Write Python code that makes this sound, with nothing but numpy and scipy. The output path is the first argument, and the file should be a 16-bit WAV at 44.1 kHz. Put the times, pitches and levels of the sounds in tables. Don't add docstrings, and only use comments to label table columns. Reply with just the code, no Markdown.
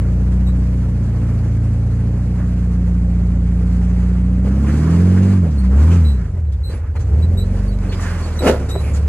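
import sys
import numpy as np
from scipy import signal
from scipy.fft import rfft, irfft, next_fast_len
from scipy.io import wavfile
from scipy.ndimage import uniform_filter1d

SR = 44100
rng = np.random.default_rng(int(sys.argv[2]) if len(sys.argv) > 2 else 0)


def wav_out(sig):
    wavfile.write(sys.argv[1], SR, np.round(np.clip(np.atleast_2d(sig).T, -1, 1) * 32767).astype(np.int16))


def invert_db(x):
    u = np.asarray(x, float) / 20
    return 10 ** u


N = 400428

# multiple_of_firing_rate, lag_rad, slip_rad_per_s
MAIN_ORDERS = [(1, 0, 0), (1.5, -.6, .6), (2, 1.9, .8), (2.5, -1.4, 1), (3, 1.8, .85), (3.5, 2.4, .7),
               (4, .6, .8), (5, 0, .9)]
# frequency_hz, level_db
PIPE = [(20, -34), (45, 0), (75, 3.5), (130, 0), (190, 5.5), (250, -3.5), (310, -3), (420, -7.5),
        (800, -63)]


def evened(x):
    return x / np.sqrt(np.mean(x ** 2) + 1e-20)


def columns(rows):
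    s, *rest = np.transpose(rows)
    return [np.interp(np.arange(N) / SR, s, c) for c in rest]


def read(points, hz, axis=1):
    table = np.transpose(points)
    return np.interp(np.log(hz + 1), np.log(table[0] + 1), table[axis])


def add(mix, s, sound):
    part = mix[..., round(s * SR):][..., :sound.shape[-1]]
    part += sound[..., :part.shape[-1]]


def drift(seconds):
    size = max(round(seconds * SR / 64), 2)
    steps = rng.standard_normal(N // 64 + 2)
    steps = uniform_filter1d(uniform_filter1d(steps, size), size)
    return np.interp(np.arange(N) / 64, np.arange(len(steps)), evened(steps))


def noise(shape, patchy_db, size=512):
    hz = np.fft.rfftfreq(size, 1 / SR)
    frames = 4 * N // size + 6
    a, b, c, d, patches = rng.standard_normal((frames, len(hz), 5)).T
    patches = evened(uniform_filter1d(uniform_filter1d(patches, 6, axis=0), 12, axis=1))
    z = np.array([a + 1j * b, c + 1j * d]) * invert_db(read(shape, hz)[:, None] + patchy_db * patches)
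    return evened(signal.istft(z, nperseg=size, noverlap=3 * size // 4)[1][:, :N])


def engine():
    # start_s, firing_rate_hz, load_db,
    # unevenness_db, bite_db
    revs = [(0.0, 57.66, -14.5, 1.8, -35), (0.43, 61.14, -13, 1.96, -38.4), (1.0, 58.23, -17, 2.0, -34),
            (1.62, 56.37, -17, 1.54, -31.5), (2.0, 57.84, -17, 2.0, -33.5), (2.33, 60.5, -17, 2.5, -36.5),
            (2.9, 58.98, -13.5, 2.0, -39.5), (3.4, 58.48, -13.5, 1.86, -39),
            (4.0, 59.66, -13.3, 1.98, -40), (4.39, 60.6, -14, 2.5, -39.7), (4.7, 71.4, -17.0, 3.5, -35.4),
            (4.9, 83, -19, 3, -29), (5.05, 90.4, -12.6, 1.86, -29.5), (5.35, 97.6, -10.5, 1.35, -29.5),
              (5.5, 76.36, -21.5, 3, -31), (5.66, 60.16, -13, 1.95, -44.5), (5.8, 72.36, -13.5, 2.0, -36),
              (5.95, 89.4, -13, 2.16, -32), (6.1, 70.6, -16.5, 2, -36.5), (6.32, 44.85, -16.5, 0.5, -36.5),
              (6.5, 35.3, -24, 1.5, -33), (6.68, 26, -28, 1.5, -29), (6.97, 23.23, -36.5, 4, -32.5),
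              (7.15, 37.04, -20, 2.14, -34), (7.4, 44.97, -10.5, -0.8, -33.5),
              (7.71, 49.1, -13.5, -2.5, -28.5), (8.2, 40.74, -17, -1.5, -32),
              (8.69, 33.44, -18.5, 0.6, -36), (9.08, 36.66, -21, 1.5, -33.5)]
    hz, load_db, uneven_db, bite_db = columns(revs)
    flywheel_s = 0.088
    hz = uniform_filter1d(hz, round(flywheel_s * SR), mode="nearest")
    return hz, load_db, uneven_db, bite_db


def throttle(hz):
    lag_s, full_oct_per_s = 0.075, 1
    open_db, shut_db = 4, 6.5
    oct_per_s = uniform_filter1d(np.gradient(np.log2(hz)) * SR, round(lag_s * SR))
    climb = np.tanh(oct_per_s / full_oct_per_s)
    return np.where(climb > 0, open_db, shut_db) * climb


def order_levels(hz, load_db, uneven_db, more_bite_db, open_db):
    # strength_db, gain_db_per_unevenness_db, gain_db_per_bite_db
    firing = [(12.5, -2, -0.09), (-8, 3.5, 0.71), (-0.8, 4.5, 1.6548), (-8.5, 3, 2.02), (1.92, 4.5, -0.59),
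              (-11, 6, 1.5), (-2, 0.6, 1.47), (-2.5, 2.5, 1.2)]
    # frequency_hz, level_db
    tailpipe = [(30, -27.2), (45, -24), (60, -10), (72, -2.5), (85, -3.5), (100, -12.5), (120, -15.5),
                (145, -21.5), (165, -19.2), (185, -21), (210, -23), (240, -23.5), (290, -28), (400, -38)]
    levels = [load_db + db + per_uneven * uneven_db + per_bite * more_bite_db + read(tailpipe, k * hz)
              for (k, _, _), (db, per_uneven, per_bite) in zip(MAIN_ORDERS, firing)]
    levels[-3:] = [db + 0.42 * open_db for db in levels[-3:]]
    return levels


def exhaust(hz, turns, main_db, fourth_db, lope_db):
    # multiple_of_firing_rate, level_db
    weak_orders = [(.5, -8.5), (0.749, -13), (1.249, -20), (1.749, -1.5), (2.25, -12.5), (2.75, -6.5),
                   (3.25, -8.5), (3.75, -5), (4.25, -6.5), (4.5, -1.5), (6, -14.5)]
    t = np.arange(N) / SR
    tone = np.zeros(N)
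    for (k, lag, slip_rate), db in zip(MAIN_ORDERS, main_db):
        tone += invert_db(db + 0.13 * k * drift(0.079)) * np.cos(2 * np.pi * k * turns + lag + slip_rate * t)
    source_db = uniform_filter1d(fourth_db - read(PIPE, 4 * hz), size=5000)
    for k, db in weak_orders:
        k = round(4 * k) / 4
        drive_db = lope_db if k % 1 else source_db
        level = invert_db(drive_db + db + read(PIPE, k * hz) + 3.0 * drift(0.095))
        tone += level * np.cos(2 * np.pi * (k * turns + rng.random()) + 0.37 * drift(0.088))
    return np.sqrt(2) * tone


def puffs(turns, depth, spread_db):
    strength = invert_db(spread_db * rng.standard_normal(1000))[turns.astype(int)]
    return uniform_filter1d(evened(1 - depth + depth * strength * np.exp(-(turns % 1) / 0.7)), 60)


def rumble(turns, effort_db, shaken):
    # frequency_hz, level_db
    rumble_shape = [(25, -38.5), (50, 14), (110, 2), (200, 11), (300, 5.5), (370, 4.5), (440, 5.5),
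                    (500, 2.5), (570, 0.5), (660, -4), (850, -9.5), (1300, -41)]
    level = np.hypot(invert_db(effort_db), shaken)
    return invert_db(8.0) * level * puffs(turns, 0.41, 2.5) * noise(rumble_shape, 0.96, size=2048)


def tyre_effort():
    # start_s, scrub_db
    tyres = [(0, -51), (4.4, -52.5), (4.72, -43), (5.35, -43), (5.42, -49.5), (5.7, -51.5), (5.8, -43),
             (5.93, -43), (6.33, -57), (6.43, -60), (6.93, -60), (7.1, -52.5), (7.8, -52), (8.05, -39.5),
             (8.4, -44), (8.66, -49), (8.85, -44.5), (9.08, -50.5)]
    return columns(tyres)[0]


def scrub_and_fizz(turns, scrub_db, more_scrub_db, rubbed, fizzed):
    # frequency_hz, level_db
    scrub_shape = [(300, -18), (700, -1.5), (1000, 1), (1400, -1), (2100, -5.5), (2800, -10.5), (3200, -14),
                   (4500, -32)]
    fizz_shape = [(2200, -13), (3200, -4.5), (4400, 1.5), (5700, -1), (6800, -0.5), (8500, 0), (10500, -11),
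                  (12300, -16), (16000, -22.5)]
    gusts = drift(0.019)
    scrub_level = invert_db(4.5 + 0.86 * gusts) * np.hypot(invert_db(scrub_db), rubbed)
    fizz_level = invert_db(9.5 + 1.0 * gusts) * np.hypot(invert_db(-64 + more_scrub_db), fizzed)
    scrub = scrub_level * puffs(turns, 0.18, 1.1) * noise(scrub_shape, 1.1)
    return scrub + fizz_level * puffs(turns, .1, 2.1) * noise(fizz_shape, 1.4)


def knock(db, hz, t60):
    t = np.arange(4000) / SR
    crack_band = signal.butter(2, [500, 2600], "band", fs=SR)
    crack = signal.lfilter(*crack_band, rng.standard_normal(len(t)))
    ring = np.sin(2 * np.pi * hz * t) + 0.55 * np.sin(2 * np.pi * 1.63 * hz * t)
    return invert_db(db - 5.5) * (ring * invert_db(-60 * t / np.clip(t60, .02, .1)) + 0.4 * crack * invert_db(-60 * t / 0.0074))


def knocks(mix):
    # start_s, peak_db,
    # pitch_hz, t60_s
    hits = [
        (.283, -31, 600, .04),
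        (.384, -37, 600, .04),
        (1.314, -33, 550, 0.036),
        (2.4, -25, 606, 0.043),
        (6.37, -33, 580, 0.062),
            (0.884, -29, 565, 0.065),
        (1.619, -30.5, 470, 0.053),
        (4.472, -13, 388, 0.03),
        (5.789, -22, 405, 0.049),
        (6.953, -27.5, 550, 0.059),
        (7.811, -33, 405, 0.032),
        (7.996, -20, 1200, 0.0364),
        (8.688, -22.5, 403, 0.024),
        (8.754, -12.5, 554, 0.03),
        (8.761, -8, 401, 0.039),
    ]
    for s, *row in hits:
        add(mix, s, knock(*row))


def squeak(length, start_hz, end_hz, db, overtones_db):
    t = np.linspace(0, 1, round(length * SR))
    flutter = uniform_filter1d(uniform_filter1d(rng.standard_normal(9000), 90), 90)
    flutter = evened(flutter)[:len(t)]
    pitch_hz = (start_hz + (end_hz - start_hz) * np.sqrt(t)) * (1 + 0.007 * flutter[::-1])
    turn = 2 * np.pi * np.cumsum(pitch_hz) / SR
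    tone = np.sin(turn) + invert_db(overtones_db) * (np.sin(2 * turn) + 0.41 * np.sin(3 * turn))
    return invert_db(db + 13.0 + 2.5 * flutter) * tone * np.minimum(t / 0.17, 1) * (1 - t) ** 1.45


def squeaks(mix):
    # start_s, length_s, start_hz, end_hz, peak_db
    spring = [(.46, 0.073, 3840, 3920, -51), (6.036, 0.16, 3980, 3983, -49), (6.29, .045, 3925, 3915, -78),
              (6.46, 0.027, 3970, 3930, -68), (6.633, .11, 4020, 4044, -47),
              (7.222, 0.029, 3910, 3990, -47), (7.37, .08, 3877, 3940, -42.5),
              (7.71, .045, 4035, 3930, -55.5), (8.388, 0.032, 3964, 3865, -36.5),
              (8.686, 0.16, 3746, 4015, -43)]
    shackle = [(5.577, .05, 4260, 4380, -50), (6.692, .061, 4359, 4600, -56.5),
               (7.421, 0.047, 4520, 4010, -58), (7.672, .05, 4520, 4490, -51.5)]
    panel = [(6.743, .04, 10500, 10460, -59.5), (6.955, 0.062, 4200, 4050, -60),
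             (7.006, 0.025, 6520, 6330, -56), (7.892, 0.031, 4314, 4333, -45),
             (7.932, 0.067, 5010, 4800, -52), (8.212, .091, 4520, 4380, -51),
             (8.364, 0.026, 5900, 6000, -45), (8.462, 0.037, 2880, 2830, -33)]
    for joint, overtones_db in (spring, -7.5), (shackle, -3.5), (panel, -22):
        for s, *row in joint:
            add(mix, s, squeak(*row, overtones_db))


def scrapes():
    # start_s, length_s, scrub_db, fizz_re_scrub_db,
    # rumble_re_scrub_db
    scrape_rows = [(1.088, 0.56, -54, -20, 9), (3.453, 1, -54.5, -11, -5), (3.845, 0.51, -60, -25, 2.5),
                   (4.445, 0.077, -47.5, -14, 8.5), (4.897, 0.13, -45, -11, -13),
                   (5.428, 0.091, -48.5, -19, 14.5), (5.632, 0.058, -47, -14, -1),
                   (6.34, 0.085, -56, -12.5, 8), (6.52, .03, -65, 4, 2), (6.686, 0.13, -47.5, -12.5, 6.5),
                   (6.796, 0.12, -54, -29, -1), (6.953, .035, -42, -20, 0), (6.99, 0.054, -48.5, -9, -5),
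                   (7.1, 0.23, -56, -17, 8.5), (7.475, 0.28, -48.5, -12, -8), (7.786, 0.0082, -45, -10, 6),
                   (7.82, 0.13, -46, -20, 7), (8.203, 0.05, -42, -13, -5.5), (8.411, 0.16, -40, -6, -7),
                   (8.471, 0.031, -24, -15, -16), (8.588, 0.088, -45.5, -14.5, 10.5),
                   (8.686, 0.048, -46.5, -4, 6), (8.942, 0.058, -45.5, -5, -1),
                   (9.072, 0.025, -50, -7, 11.5)]
    gains = np.zeros((3, N))
    for s, length, db, fizz_db, rumble_db in scrape_rows:
        shape = np.sin(np.pi * np.linspace(0, 1, round(length * SR)) ** 0.59)
        add(gains, s, invert_db(db + np.array([[0], [fizz_db], [rumble_db]])) * shape)
    return gains


def slip(length, hz, width_hz, db):
    t = np.arange(round(length * SR)) / SR
    grit = (rng.standard_normal(9000) + 1j * rng.standard_normal(9000))[:len(t)]
    r = np.exp(-np.pi * width_hz / SR)
    band = signal.lfilter([1], [1, -2 * r, r ** 2], grit) * np.exp(2j * np.pi * hz * t)
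    return invert_db(db) * evened(band.real) * np.sin(np.pi * (t / length) ** 0.69)


def tread_slips(mix):
    # start_s, length_s, centre_hz, width_hz, rms_db
    slips = [(2.364, .11, 1300, 1201, -43), (4.653, .08, 1700, 1500, -40.5),
             (5.901, 0.065, 2586, 1400, -39), (6.515, 0.04, 3600, 900, -56), (7.918, .025, 2505, 4050, -33),
             (7.994, 0.2, 1642, 700, -36), (8.815, 0.13, 2350, 750, -41.5), (8.932, 0.033, 6995, 1800, -40)]
    more_slips = [(4.47, 0.097, 1300, 700, -45), (4.669, .05, 6560, 4030, -47), (5.502, .03, 5000, 3000, -50),
                  (5.711, 0.076, 1185, 899.6, -43), (5.861, 0.12, 1096, 599.4, -38),
                  (5.904, 0.059, 6600, 4030, -42), (6.148, 0.18, 1494, 902.4, -47.5),
                  (6.811, 0.12, 1520, 698.6, -50.5), (7.999, 0.054, 7030, 3980, -38),
                  (8.777, .2, 9340, 3976, -48.5)]
    # start_s, peak_db, centre_hz
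    bites = [(4.5942, -35.5, 1310), (4.6348, -30.5, 1030), (4.6815, -25, 1584), (4.8264, -26, 1407),
             (4.8642, -22.5, 1116), (4.9195, -26.5, 1028), (5.1626, -24.5, 1503), (5.3306, -30, 1090),
             (5.4335, -36, 1320), (5.584, -36, 1115), (5.7132, -28.5, 1083), (5.787, -26, 1050),
             (5.8643, -30, 1136)]
    for s, *row in slips + more_slips:
        add(mix, s, slip(*row))
    bite_s, bite_width_hz = 0.04, 830
    for s, db, centre_hz in bites:
        add(mix, s, slip(bite_s, centre_hz, bite_width_hz, db - 11))


def crunch():
    # start_s, level_db
    grind = [
        (8.39, -34),
        (8.44, -17.5),
        (8.468, -9),
        (8.5, -11),
        (8.54, -21),
        (8.6, -33),
    ]
    # frequency_hz, width_hz, level_db
    chassis = [(194, 23.4, -31), (284, 32, 2), (343, 40, -6.5), (413, 90, -1), (500, 20, 5),
               (556, 14, -0.5), (599, 20, 1), (655, 24, -3.5), (760, 220, -16), (1264, 66, -11),
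               (1630, 30, -25), (1900, 75, -31)]
    s, db = np.transpose(grind)
    t = np.arange(s[0], s[-1], 1 / SR)
    happens = rng.random(len(t)) < 4200 / SR
    slips = rng.standard_normal(len(t)) * happens * invert_db(4.6 * np.minimum(rng.exponential(1, len(t)), 3))
    ring = np.arange(3000) / SR
    body = sum(invert_db(d) * w * np.exp(-np.pi * w * ring) * np.sin(2 * np.pi * f * ring) for f, w, d in chassis)
    body -= uniform_filter1d(body, size=140)
    grit = invert_db(-38) * np.diff(evened(slips + 0.58 * rng.standard_normal(len(t))), prepend=0)
    sound = evened(signal.oaconvolve(slips, body)[:len(t)]) + grit
    return s[0], invert_db(np.interp(t, s, db)) * sound * signal.windows.tukey(len(t), .2)


def blows(mix):
    # start_s, peak_db, pitch_hz
    blow_rows = [
        (8.408, -13, 361),
        (8.452, -8.5, 355),
        (8.466, -3.5, 330),
        (8.49, -4.5, 530),
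        (8.6, -25, 250),
        (8.607, -24, 272),
        (8.643, -23, 250),
        (8.647, -24, 250),
    ]
    for s, db, ring_hz in blow_rows:
        add(mix, s, knock(db - 0.5, ring_hz, 0.047))


def ports(direct, scattered):
    # frequency_hz, left_re_right_db, coherence_0_to_1
    port_pair = [(60, -.35, .997), (140, -.9, .996), (300, -.6, .992), (550, .1, .9), (850, .5, .77),
                 (1200, -3.2, .74), (1700, -4.6, .8), (2400, -4.2, .8), (3200, -2.9, .68), (4900, -1.5, .5),
                 (7000, -4, .55), (8800, -1.3, .65), (12000, -.3, .75)]
    # frequency_hz, left_lead_rad
    lead = [(60, -.02), (300, .02), (550, 0), (850, -.28), (1200, -.28), (1700, .06), (2400, .62),
            (3200, 2), (4900, 2.3), (6000, 4.1), (7000, 5.2), (8800, 2.4), (10200, .9), (12000, -.5)]
    size = next_fast_len(N)
    hz = np.fft.rfftfreq(size, 1 / SR)
    same = read(port_pair, hz, axis=2)
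    left = rfft(direct, size)
    right = same * left + np.sqrt(1 - same ** 2) * rfft(scattered, size)
    step = invert_db(read(port_pair, hz) / 2) * np.exp(.5j * read(lead, hz))
    return irfft(np.array([left * step, right / step]), size)[:, :N]


def scene():
    # start_s, left_re_right_db
    roll = [(0.0, 0.0), (1.87, -0.5), (4.6, -0.5), (5.16, -1.5), (5.84, 0.0), (7.23, -0.5), (8.09, -1.0),
            (9.08, -0.5)]
    hz, load_db, uneven_db, bite_db = engine()
    turns = np.cumsum(hz) / SR
    open_db = throttle(hz)
    scrub_db = tyre_effort()
    more_load_db, more_scrub_db, more_bite_db = load_db + 15, scrub_db + 52, bite_db + 36

    effort_db = -42.5 + 0.53 * open_db + 0.086 * more_load_db + 0.45 * more_scrub_db + 0.069 * more_bite_db
    main_db = order_levels(hz, load_db, uneven_db, more_bite_db, open_db)
    fourth_db = bite_db + 0.27 * open_db + read(PIPE, 4 * hz)
    lope_db = .5 * uniform_filter1d(effort_db, size=8000) - 19.5 + 0.24 * open_db + 2 * uneven_db
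    tones = exhaust(hz, turns, main_db, fourth_db, lope_db)

    rubbed, fizzed, shaken = scrapes()
    wash = rumble(turns, effort_db, shaken)
    wash += scrub_and_fizz(turns, scrub_db, more_scrub_db, rubbed, fizzed)

    parts = np.zeros(N)
    knocks(parts)
    squeaks(parts)
    tread_slips(parts)
    add(parts, *crunch())
    blows(parts)
    echo = invert_db(-4.0) * np.roll(parts, 310) - invert_db(-3) * np.roll(parts, 740)

    lean = invert_db((columns(roll)[0] + .5) / 2 * np.array([[1], [-1]]))
    return lean * ports(tones, 0 * tones) + ports(wash[0] + parts, wash[1] + echo)


def gate(x, edge_hz, open_share, jump_db):
    hz, _, z = signal.stft(x, SR, nperseg=2048)
    chance = uniform_filter1d(rng.standard_normal((len(hz) // 8 + 1, z.shape[1])), size=2, axis=1)
    chance = np.repeat(chance, 8, axis=0)[:len(hz)]
    chance = chance + 1.2 * uniform_filter1d(rng.standard_normal(z.shape[1]), size=4)
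    loud_db = 10 * np.log10((abs(z[hz > edge_hz]) ** 2).mean(0) + 1e-20)
    chance -= .6 * (loud_db - uniform_filter1d(loud_db, size=40))
    shut = (chance > np.quantile(chance, open_share)) & (hz[:, None] > edge_hz)
    gap = (hz > 12400) & (hz < 14450)
    level_db = 10 * np.log10(uniform_filter1d(abs(z[gap]) ** 2, size=30, axis=0) + 1e-20)
    shut[gap] |= level_db - uniform_filter1d(level_db, size=15, axis=1) < jump_db
    return signal.istft(z * ~shut, SR, nperseg=2048)[1][:N]


def band_limit(x):
    return signal.sosfilt(signal.butter(12, 17070, fs=SR, output="sos"), x)


def record(dry):
    # frequency_hz, mid_db, side_db
    top_band = [(10100, 0, 0), (10350, 0, -45), (11600, 0, -45), (11800, -1, 2), (12200, -3, 3),
                (12450, -9, 4), (14300, -16, 3), (14600, -2, -6), (15100, 0, -45), (15600, -3, -60),
                (15850, -50, -70), (16900, -70, -80)]
    size = next_fast_len(N)
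    hz = np.fft.rfftfreq(size, 1 / SR)
    over = np.maximum(abs(dry) - .6, 0)
    limited = dry - np.sign(dry) * (over - .3 * np.tanh(over / .3))
    left, right = rfft(limited, size)
    mid = irfft((left + right) / 2 * invert_db(read(top_band, hz)), size)[:N]
    side = irfft((left - right) / 2 * invert_db(read(top_band, hz, axis=2)), size)[:N]
    mid = gate(mid, edge_hz=14450, open_share=.3, jump_db=5.5)
    side = gate(side, edge_hz=11000, open_share=.75, jump_db=-20)
    return band_limit(np.array([mid + side, mid - side]))


dry = scene()
out = record(dry)
wav_out(out)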